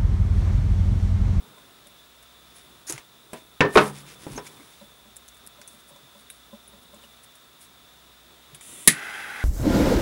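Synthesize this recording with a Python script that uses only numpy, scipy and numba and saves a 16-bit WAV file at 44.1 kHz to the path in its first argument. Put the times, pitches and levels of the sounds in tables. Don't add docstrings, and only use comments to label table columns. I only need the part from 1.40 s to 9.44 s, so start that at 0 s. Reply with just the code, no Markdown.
import sys
import numpy as np
from scipy import signal
from scipy.fft import rfft, irfft, next_fast_len
from scipy.io import wavfile
from scipy.ndimage import uniform_filter1d, map_coordinates
from numba import njit

SR = 44100
rng = np.random.default_rng(int(sys.argv[2]) if len(sys.argv) > 2 else 0)


def pcm_store(signal):
    levels = np.round(np.clip(np.atleast_2d(signal), -1, 1) * 32767)
    wavfile.write(sys.argv[1], SR, levels.astype(np.int16).T)


def ratio(d):
    e = np.asarray(d, float) / 20
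    return 10 ** e


N = 354563
T = np.arange(N) / SR

# (frequency [Hz], density [dB/Hz])
ROOM_SPECTRUM = [(26, -27.5), (45, -1.5), (65, -4), (102, -10), (196, -7.5), (242, -6), (488, -6),
                 (693, -1.5), (876, -8), (984, -3.5), (2510, -8), (3240, -6), (3560, -2), (4190, -9.5),
                 (12000, -20), (15600, -49), (22000, -120)]
# (centre [Hz], width [Hz], level [dB])
WHIRR_BANDS = [(3483, 45, -65), (3640, 190, -64), (3900, 120, -70), (1300, 184, -69)]
# (frequency [Hz], level [dB rms])
HUM_OVERTONES = [(120, -74.5), (180, -78), (240, -74)]
# (time [s], level [dB])
HAND_EFFORT = [(0, -57), (.25, -59.5), (.85, -70), (1.3, -59), (1.65, -72), (1.86, -59.5), (2.2, -62),
               (2.6, -51.5), (2.7, -57), (3.04, -51), (3.3, -59), (3.9, -64), (4.4, -62), (4.93, -65),
               (5.58, -58.5), (5.9, -67), (6.95, -66.5), (7.3, -58.5)]
# (frequency [Hz], density [dB/Hz])
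SKIN_SPECTRUM = [(880, -40), (1500, 1.5), (2170, 5), (2440, 4), (3540, -0.5), (5500, 0), (10100, -14.5),
                 (15100, -31), (15500, -14)]
# (frequency [Hz], density [dB/Hz])
RUMBLE_SPECTRUM = [(18, -36), (30, -19), (144, 0), (207, -3.5), (418, -2.5), (673, -14), (964, -6.5),
                   (1500, -13.5), (1950, -52), (3300, -120)]
# (middle [s], length [s], level [dB], brightness [higher = less low rustle,
# more treble])
CORD_STROKES = [(1.184, 0.1, -63, -2), (1.972, 0.16, -67.5, -4), (2.359, 0.088, -41.5, 1.5),
                (2.431, 0.19, -40.5, 0.5), (2.308, 0.11, -62.5, -3), (2.49, 0.12, -63, -1),
                (2.58, 0.14, -58, -2.5), (2.707, 0.14, -62, -4), (2.836, 0.13, -60, -2.5),
                (2.94, 0.15, -56, -1.4), (3.07, 0.059, -56, -1), (3.227, 0.78, -68, -2.5),
                (4.324, .12, -62, 2), (4.4, 0.044, -64, 0), (4.492, 0.048, -57.5, 6), (4.8, .06, -66, 3),
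                (4.942, 0.13, -66.5, 3), (5.636, 0.065, -71, -3.5), (5.841, 0.032, -54, 2.5),
                (6.232, 0.1, -56.5, 1.5)]
# (time [s], peak [dB], frequency [Hz])
LOW_THUDS = [(1.531, -32.5, 131), (2.21, -21, 45), (2.92, -29, 45.3), (2.901, -26.5, 136),
             (2.951, -28.5, 255), (3.191, -38.5, 278), (4.52, -46, 139), (4.63, -45.5, 141.6),
             (7.128, -40, 141), (7.311, -41.5, 272), (7.4, -43, 277), (7.499, -19, 151),
             (7.48, -18, 219.4), (.05, -45.5, 256), (.17, -52, 400), (1.94, -33, 642),
             (2.621, -48, 352)]
# (time [s], peak [dB], upper modes [dB/octave])
WRIST_TAPS = [(0.179, -38.5, 11), (0.466, -45, -5), (3.419, -32.5, -6.5), (3.659, -41.5, -8),
              (4.191, -38, -2), (4.342, -44, -9), (4.511, -37.5, -2), (4.564, -39, 1), (4.757, -38.5, -5.5),
              (5.135, -29.5, -7.5), (5.336, -39, -7), (5.539, -34, -5.5), (5.641, -42, -4)]
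# (frequency [Hz], level [dB], t60 [s])
TAP_MODES = [(213, -7.5, 0.25), (581.5, 10.5, 0.088), (825, -3, 0.11), (1010, 7.5, 0.092)]
# (time [s], peak [dB], centre [Hz], dull part [dB])
METAL_TICKS = [(0.1814, -44, 8320, -1), (0.4693, -36.5, 9400, -11), (3.8796, -33, 10280, -18),
               (3.9444, -41.5, 9660, -11), (3.9679, -42, 8360, -4), (4.2756, -30, 9300, -17),
               (4.9005, -27.5, 10140, -10), (5.543, -36, 9200, -12), (5.4294, -42, 10500, -15),
               (5.953, -38.5, 9750, -11.5), (7.1462, -28, 9880, -6), (7.153, -42, 9500, -2.5)]
# (time [s], peak [dB], centre [Hz], dull part [dB])
PLASTIC_CLACKS = [
    (0.8265, -39.5, 9950, -6),
    (1.5782, -31.5, 7000, -1),
    (1.932, -28, 9950, -7),
    (3.0654, -29, 7010, -6),
    (4.2144, -33.5, 5600, -3),
    (4.561, -42, 6500, -10),
    (7.2095, -33, 9030, -4.5),
]
# (time [s], peak [dB], frequency [Hz], t60 [s])
NARROW_SQUEAKS = [(1.158, -42, 10300, 0.16), (1.225, -50, 10300, .15), (2.962, -32, 6400, 0.05),
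                  (2.967, -36, 6300, 0.04), (2.975, -29, 6500, 0.04), (2.978, -33, 5520, 0.067),
                  (3.067, -41, 2390, 0.11), (3.4, -38, 3950, .05), (3.205, -42.5, 2200, .08),
                  (5.276, -37.5, 10000, 0.077), (1.578, -28, 2100, .02), (1.5785, -33, 2800, .016),
                  (1.523, -22, 6600, .008), (4.279, -37, 6200, .03), (4.905, -42, 10300, .1),
                  (5.638, -38, 2950, .06), (4.901, -36, 3880, 0.043)]
# (start [s], hardest [s], level [dB], fading [dB/s])
BLADE_BITES = [
    (1.467, 1.508, -33.5, 1000),
    (1.522, 1.531, -38, 600),
    (1.545, 1.562, -48, 600),
    (1.577, 1.582, -50, 400),
]
# (frequency [Hz], density [dB/Hz])
BLADE_SPECTRUM = [(2350, -50), (4000, -16), (5130, -7), (5460, -9), (6590, 0), (7050, -4), (7590, -13),
                  (10000, -3), (11000, -12), (15500, -23)]
# (centre [Hz], width [Hz])
BLADE_RINGS = [(5500, 150), (6900, 200), (9300, 250), (10500, 200)]
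# (time [s], peak [dB], centre [Hz], t60 [s])
CRISP_SNAPS = [
    (1.4966, -12, 7000, .005),
    (1.4990, -10.5, 9500, .005),
    (1.5052, -16, 9500, .012),
    (1.5233, -10.5, 7800, .0035),
    (3.7600, -34, 9500, .005),
    (3.7660, -25, 9500, .009),
    (3.7710, -36, 9500, .012),
    (3.8860, -33, 7000, .012),
    (4.0640, -27, 9300, .005),
    (4.0725, -21, 9500, .005),
]
# (time [s], peak [dB], brightness [dB/octave], ring [1 = free], loudest region [Hz])
BENCH_KNOCKS = [(1.498, -36, 1.5, 1.5, 350), (1.932, -27, 1.5, 0.7, 500), (2.2062, -7, 1, .8, 1620),
                (2.248, -14.5, -1, .7, 400), (2.3555, -8, -0.9, .7, 404), (2.3716, -1, 2.5, 0.85, 1300),
                (2.412, -13, 1, .75, 600), (2.341, -26, .5, .5, 600), (2.3598, -8, 1, .5, 1100),
                (2.3775, -7, 2, .6, 1400), (2.455, -21, .5, .8, 700), (2.498, -27, 0, .5, 600),
                (2.8670, -29, -2.5, 1.14, 304), (2.977, -23, 0.5, 0.7, 910)]
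# (frequency [Hz], density [dB/Hz])
BOARD_SPECTRUM = [(40, -41.5), (90, -14), (202, -6.5), (277, 0), (410, -1), (691, -8.5), (945, -7.5),
                  (1020, -7.5), (1510, -12.5), (2830, -19), (4190, -25.5), (5740, -30.5), (15500, -61.5)]
# (frequency [Hz], t60 [s])
BOARD_RING = [(60, 0.58), (160, 0.25), (420, 0.19), (1100, 0.21), (2900, 0.16), (6000, 0.11),
              (12000, 0.0973)]
# (frequency [Hz], level [dB], t60 [s])
BOARD_MODES = [(151, -3.5, 0.22), (197.5, -6, 0.25), (409, -2, 0.26), (510, -4, 0.2), (904, -2, 0.15),
               (990, -5.5, 0.3), (1572, -7.5, 0.17), (1690, -11, 0.18), (1798, -11.5, 0.24),
               (1852, -15.5, 0.27), (2256, -16.5, 0.16), (2580, -15.5, 0.14), (2665, -16, 0.14),
               (3521, -24, .16)]
# (frequency [Hz], level [dB], t60 [s])
LOADED_MODES = [(200.8, -1, 0.38), (261.6, -13, 0.42), (353, -6, 0.24), (422, 5, 0.21), (608, -2, 0.23),
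                (930, -4, 0.12), (1090, -9, 0.17), (1188, -8.5, 0.198), (1263, -3.5, 0.14),
                (1410, -15.5, 0.2), (1480, -4.5, 0.1804), (1890, -17.5, .2), (2175, -14.5, 0.111),
                (3720, -11.5, 0.09)]
# (time [s], peak [dB], frequency [Hz], t60 [s])
EDGE_CONTACTS = [(2.2063, -5, 800, 0.01), (2.3718, -3, 800, .012), (2.8672, -25.5, 530, 0.012),
                 (1.9325, -30, 660, .012), (2.2069, -11, 2630, .03), (2.2075, -16, 2200, .06),
                 (2.209, -14, 400, .2), (2.212, -17, 432, .2), (2.21, -24, 105, .15),
                 (2.2065, -20, 1798, .3), (2.2065, -24, 1740, 0.28), (2.2066, -13.5, 1572, 0.11),
                 (2.2066, -14, 299, .15), (2.3575, -9, 355, .16), (2.3592, -8, 434, .14),
                 (2.3555, -9, 1090, 0.067), (2.3556, -15, 2400, .04), (2.43, -22, 205, .3),
                 (2.372, -11.5, 1302, .2), (2.372, -12, 946, .2), (2.372, -19, 758, .2),
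                 (2.374, -19, 830, .2), (2.372, -14, 2175, 0.1303), (2.372, -18, 2563, 0.17),
                 (2.372, -24, 142.9, .6), (2.867, -35.5, 300, 0.14), (2.8672, -39.5, 820, .08),
                 (1.499, -38.5, 330, 0.21), (1.932, -37, 239, 0.14)]
# (frequency [Hz], density [dB/Hz])
JET_SPECTRUM = [(880, -51), (1500, -16), (1810, -23.5), (1950, -5), (2200, -10.5), (3540, -6.5),
                (4440, -19), (6820, -10), (7450, -6.5), (9600, -1), (11200, -4.5), (15100, -27),
                (15500, -15.5)]
# (centre [Hz], width [Hz])
NOZZLE_PEAKS = [(6380, 48), (7400, 120), (8550, 41), (9540, 80), (10600, 92), (11000, 120), (12400, 130)]
# (frequency [Hz], density [dB/Hz])
SPARK_SPECTRUM = [(35, -39), (110, -10), (300, -5.5), (500, -19), (1020, -25.5), (1200, -15), (1520, -21),
                  (1830, -0.5), (2650, -11.5), (3840, -9), (5450, -13.5), (8280, -6), (9740, -8.5),
                  (10400, 4.5), (11700, -16.5), (15500, -17)]
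# (frequency [Hz], t60 [s])
CASE_RING = [(100, 0.083), (300, 0.2), (2000, 0.14), (5000, 0.12), (10000, 0.098), (16000, .08)]
# (frequency [Hz], level [dB], t60 [s])
CASE_MODES = [(1910, -7, 0.17), (2110, -12, .1), (4013, -11, 0.1), (6800, -8.5, .05), (7806, -10.5, 0.054),
              (8200, -13.5, 0.08), (8726, -17, 0.1), (9250, -15, 0.088), (10280, -8, 0.11),
              (10330, -0.5, 0.06), (10580, -3, 0.1), (10830, -9.5, .09), (11030, -11.5, 0.06),
              (12800, -21, 0.11)]
# (frequency [Hz], density [dB/Hz])
ROAR_SPECTRUM = [(35, -50), (60, -24), (87, -32), (215, -13.5), (320, -17), (394, -14), (521, -15.5),
                 (829, -7.5), (953, -13), (1520, -1.5), (2360, -8), (4630, -22.5), (8670, -26),
                 (10800, -23), (15500, -37)]
# (centre [Hz], width [Hz])
BURNER_PEAKS = [(395, 30), (840, 35), (1510, 100), (2030, 90), (2600, 60), (3160, 26), (3370, 45),
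                (3930, 54), (4950, 140), (5870, 100), (6750, 73), (8250, 130), (9950, 180), (11100, 250)]

ROOM_DB, HUM_DB, MOTOR_DB = -56, -70.5, -76
MAINS_HZ, SLIP_HZ, IN_STEP_S = 60, 0.7, 5.3
RUSTLE_DB, RUSTLE_SLOPE = -68, 0.54
SOFT_CONTACT_MS = 15.0
TICK_T60_S, METAL_DULL_HZ, PLASTIC_DULL_HZ, SNAP_DULL_DB = 0.02, 3480, 2216, -16
DULL_DB, DULLING_DB_PER_S = -12.5, 110
HARD_BLOW_DB = 7
VALVE_S, GAS_DB, GAS_JUMP, GAS_FILL_S = 7.207, -45, 0.5, 0.046
JET_SAG = 0.06
SPARK_S, SPARK_DB = 7.4752, 12
FLAME_DB, FLARE_DB, FLARE_S = -35.5, 9, 0.052
PUFF_DB, PUFF_S = -16.5, 0.0025
FLAME_DRIFT, FLAME_SPLIT_HZ = 0.006, 2800
HISS_DB, WHINE_DB, WHINE_HZ = -62.5, -64.5, 15667.7


def on_log(table, hz):
    f, v = np.transpose(table)
    return np.interp(np.log(hz), np.log(f), v)


def walk(rate_hz):
    k = int(SR / rate_hz)
    held = np.repeat(rng.standard_normal(N // k + 1), k)
    return uniform_filter1d(uniform_filter1d(held, k), k)[:N]


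def colour(x, gain):
    n = next_fast_len(N)
    hz = np.arange(1, n // 2 + 2) * SR / n
    y = irfft(rfft(x, n) * gain(hz), n)[:N]
    return y / np.sqrt(np.mean(y ** 2))


def shape(table):
    return lambda hz: ratio(on_log(table, hz))


def peak(hz, centre_hz, width_hz):
    return 1 / np.sqrt(1 + (2 * (hz - centre_hz) / width_hz) ** 2)


def resonant(spectrum, peaks, lift):
    return lambda hz: ratio(on_log(spectrum, hz)) * (1 + lift * sum(peak(hz, f, 2 * w) ** 2 for f, w in peaks))


def gritty(spread_db, grains_per_s):
    grains = (rng.random(N) < grains_per_s / SR) * ratio(spread_db * rng.exponential(size=N))
    return rng.standard_normal(N) * (1 + uniform_filter1d(grains, size=16) * 16)


@njit
def add(out, start, hz, t60, gain, phase, rise):
    for f, t, g, a in zip(hz, t60, gain, phase):
        p = np.exp(2j * np.pi * f / SR - np.log(1000) / (t * SR))
        z = g * np.exp(1j * a)
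        for i in range(min(int(t * SR), len(out) - start)):
            out[start + i] += z.imag * min(i / rise, 1.)
            z *= p


def strike(out, s, db, hz, t60, mode_db, rise_ms):
    chance = rng.random((2, len(hz)))
    gain = ratio(mode_db + 4 * (chance[0] - 0.5))
    gain = gain * ratio(db - 4.0) / np.sqrt(np.sum(gain ** 2))
    add(out, int(s * SR), hz, np.clip(t60, 0.004, 1), gain, 2 * np.pi * chance[1], rise_ms * SR / 1000)


def body(spectrum, ring, modes, modes_db, count):
    place = (np.arange(count) + rng.random(count)) / count
    hz = spectrum[0][0] + (spectrum[-1][0] - spectrum[0][0]) * place ** 2
    t60 = on_log(ring, hz) * (0.76 + 0.66 * rng.random(count))
    db = on_log(spectrum, hz) + 10 * np.log10(place / t60)
    f, strong_db, t = np.transpose(modes)
    return np.r_[hz, f], np.r_[t60, t], np.r_[db - db.max(), strong_db + modes_db]


def room():
    out = ratio(ROOM_DB + 0.77 * walk(2.7)) * colour(rng.standard_normal(N), shape(ROOM_SPECTRUM))
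    for centre_hz, width_hz, db in WHIRR_BANDS:
        whirr = colour(rng.standard_normal(N), lambda hz: peak(hz, centre_hz, width_hz) ** 2)
        out += ratio(db + walk(5.6)) * whirr
    mains = 2 * np.pi * MAINS_HZ * T
    motor = mains - 2 * np.pi * SLIP_HZ * (T - IN_STEP_S)
    out += np.sqrt(2) * (ratio(HUM_DB) * np.sin(mains) + ratio(MOTOR_DB) * np.sin(motor))
    for hz, db in HUM_OVERTONES:
        out += ratio(db + 1.5 * walk(1.8)) * np.sqrt(2) * np.sin(2 * np.pi * (hz * T + rng.random()))
    return out


def rubbing():
    skin = gritty(1.478, 2800)
    rustle = colour(skin, shape(SKIN_SPECTRUM))
    bright = colour(skin, lambda hz: peak(hz, 9800, 5200) ** 3)
    rumble = colour(gritty(1.0, 300), shape(RUMBLE_SPECTRUM)) * ratio(2.5 * walk(15))
    effort_db = np.interp(T, *np.transpose(HAND_EFFORT))
    out = ratio(effort_db) * rumble + ratio(RUSTLE_DB + RUSTLE_SLOPE * (effort_db + 61.5)) * bright
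    for s, length_s, db, tilt_db in CORD_STROKES:
        swell = np.clip(1 - (2 * (T - s) / length_s) ** 2, 0, 1) ** 1.8 * ratio(0.88 * walk(40))
        out += ratio(db) * swell * (ratio(-3.0 * tilt_db) * rustle + ratio(0.52 * tilt_db) * bright)
    return out


def thuds():
    out = np.zeros(N)
    for s, peak_db, low_hz in LOW_THUDS:
        hz = low_hz * np.array([0.85, 1, 1.12])
        strike(out, s, peak_db, hz, np.full(3, 0.17), np.array([-6, 0, -6]), 11.0)
    return out


def taps():
    out = np.zeros(N)
    hz, db, t60 = np.transpose(TAP_MODES)
    for s, peak_db, upper_db in WRIST_TAPS:
        tilted_db = db + upper_db * np.log2(hz / 200)
        for lag_s, bounce_db in [(0, 7), (0.022, -2)]:
            start_s = s + lag_s - SOFT_CONTACT_MS / 2000
            spot_hz = hz * (0.96 + 0.078 * rng.random(len(hz)))
            strike(out, start_s, peak_db + bounce_db, spot_hz, 0.59 * t60, tilted_db, SOFT_CONTACT_MS)
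    return out


def tick(out, s, peak_db, centre_hz, t60, dull_db, dull_hz, skirt_db=18.0):
    hz = 3500 + 12000 * rng.random(120)
    tail = np.arange(120) % 2
    db = -skirt_db * abs(np.log2(hz / centre_hz)) - 6.7 * tail - 3.3 * np.clip(hz / 1000 - 11, 0, 9)
    s = s + 0.0007
    strike(out, s, peak_db, hz, t60 * (0.5 + 3.3 * tail), db, 0.15)
    hz = dull_hz * np.r_[1, 2 ** (2.0 * rng.random(15) - 1.3)]
    strike(out, s, peak_db + dull_db, hz, np.full(16, 1.6 * t60), np.r_[1.5, np.zeros(15)], 0.3)


def ticks():
    out = np.zeros(N)
    for s, peak_db, centre_hz, dull_db in METAL_TICKS:
        tick(out, s, peak_db, centre_hz, TICK_T60_S, dull_db, METAL_DULL_HZ, skirt_db=22.0)
    for s, peak_db, centre_hz, dull_db in PLASTIC_CLACKS:
        tick(out, s, peak_db, centre_hz, TICK_T60_S, dull_db, PLASTIC_DULL_HZ, skirt_db=12.0)
    return out


def squeaks():
    out = np.zeros(N)
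    for s, peak_db, centre_hz, t60 in NARROW_SQUEAKS:
        hz = centre_hz * (0.94 + 0.09 * rng.random(16))
        strike(out, s, peak_db, hz, np.full(16, t60), np.zeros(16), 1.7)
    return out


def shearing():
    bite = np.zeros(N)
    for start_s, top_s, db, fade_db in BLADE_BITES:
        swell = np.clip((T - start_s) / (top_s - start_s), 0, 1) ** 0.45
        bite += swell * ratio(db - fade_db * np.clip(T - top_s, 0, 1))
    grind = gritty(0.8, 14000)
    dull = ratio(DULL_DB + DULLING_DB_PER_S * np.clip(T - BLADE_BITES[0][0], 0, 0.15))
    edge = colour(grind, resonant(BLADE_SPECTRUM, BLADE_RINGS, 0.8)) * np.sqrt(ratio(DULL_DB) / dull)
    return bite * (edge + dull * colour(grind, lambda hz: peak(hz, 1700, 3400) ** 2))


def snaps():
    out = np.zeros(N)
    for s, peak_db, centre_hz, t60 in CRISP_SNAPS:
        tick(out, s, peak_db, centre_hz, t60, SNAP_DULL_DB, METAL_DULL_HZ)
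    return out


def knocks():
    out = np.zeros(N)
    for s, peak_db, tilt_db, ring, spot_hz in BENCH_KNOCKS:
        modes = LOADED_MODES if 2.3 < s < 2.45 else BOARD_MODES
        hz, t60, db = body(BOARD_SPECTRUM, BOARD_RING, modes, 10.5, count=600)
        db = db + tilt_db * np.log2(hz / 500) + 3.8 * peak(hz, spot_hz, 0.75 * spot_hz)
        strike(out, s, peak_db + HARD_BLOW_DB * (peak_db > -15), hz, ring * t60, db, 0.79)
    return out


def contacts():
    out = np.zeros(N)
    for s, peak_db, hz, t60 in EDGE_CONTACTS:
        gain = np.array([ratio(peak_db)])
        add(out, int(s * SR), np.array([1. * hz]), np.array([t60]), gain, np.zeros(1), 4.)
    return out


def gas_jet():
    jet = colour(rng.standard_normal(N), resonant(JET_SPECTRUM, NOZZLE_PEAKS, 1.3)) * ratio(0.7 * walk(30))
    open_s, lit_s = np.maximum(T - VALVE_S, 0), np.maximum(T - SPARK_S, 0)
    fill = 1 - (1 - GAS_JUMP) * np.exp(-open_s / GAS_FILL_S)
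    flow = np.clip(open_s / 0.008, 0, 1) * fill * np.exp(-lit_s / 0.008)
    jet = np.interp(T + JET_SAG * 0.12 * np.exp(-open_s / 0.12), T, jet)
    return ratio(GAS_DB + 1.5) * flow * jet


def spark():
    out = np.zeros(N)
    hz, t60, db = body(SPARK_SPECTRUM, CASE_RING, CASE_MODES, -1.5, count=700)
    strike(out, SPARK_S, SPARK_DB - 7.0, hz, t60, db, 0.15)
    strike(out, SPARK_S, SPARK_DB + 2.0, hz, 0.33 * t60, db, 0.37)
    return out


def flame():
    roar = colour(rng.standard_normal(N), resonant(ROAR_SPECTRUM, BURNER_PEAKS, 1.3))
    drift = np.cumsum(FLAME_DRIFT * walk(25))
    roar = map_coordinates(roar, [np.arange(N) + drift], mode="mirror")
    low = signal.sosfilt(signal.butter(2, FLAME_SPLIT_HZ, fs=SR, output="sos"), roar)
    high = roar - low
    roar = low * ratio(0.95 * walk(14) + 1.3 * walk(90)) + high * ratio(0.7 * walk(20) + 0.71 * walk(90))
    lit_s = np.maximum(T - SPARK_S, 0)
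    burn = np.clip(lit_s / 0.015, 0, 1) * ratio(FLAME_DB + FLARE_DB * np.exp(-lit_s / FLARE_S))
    puff = ratio(PUFF_DB) * lit_s / PUFF_S * np.exp(1 - lit_s / PUFF_S)
    return burn * roar + puff


def scene():
    hands = rubbing() + thuds() + taps() + ticks() + squeaks()
    scissors = shearing() + snaps() + knocks() + contacts()
    lighter = gas_jet() + spark() + flame()
    return (room() + hands + scissors + lighter)[None]


@njit
def gain_control(x, top, slope, attack, release):
    y, e = np.empty(len(x)), 0.
    for i in range(len(x)):
        e += (abs(x[i]) - e) * (attack if abs(x[i]) > e else release)
        y[i] = x[i] * (top / max(e, top)) ** slope
    return y


def top_cut(x):
    return signal.sosfilt(signal.butter(12, 16060, fs=SR, output="sos"), x)


def record(dry):
    attack, release = 1 / (0.0059 * SR), 1 / (0.06 * SR)
    held = gain_control(dry[0], ratio(-22.0), 0.27, attack, release)
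    held += ratio(HISS_DB) * colour(rng.standard_normal(N), lambda hz: hz / (hz + 2500))
    held += ratio(WHINE_DB) * np.sqrt(2) * np.sin(2 * np.pi * WHINE_HZ * T)
    held = signal.sosfilt(signal.ellip(8, 0.2, 50, 15950, fs=SR, output="sos"), held)
    return top_cut(np.clip(held, -1, 1)[None])


dry = scene()
out = record(dry)
pcm_store(out)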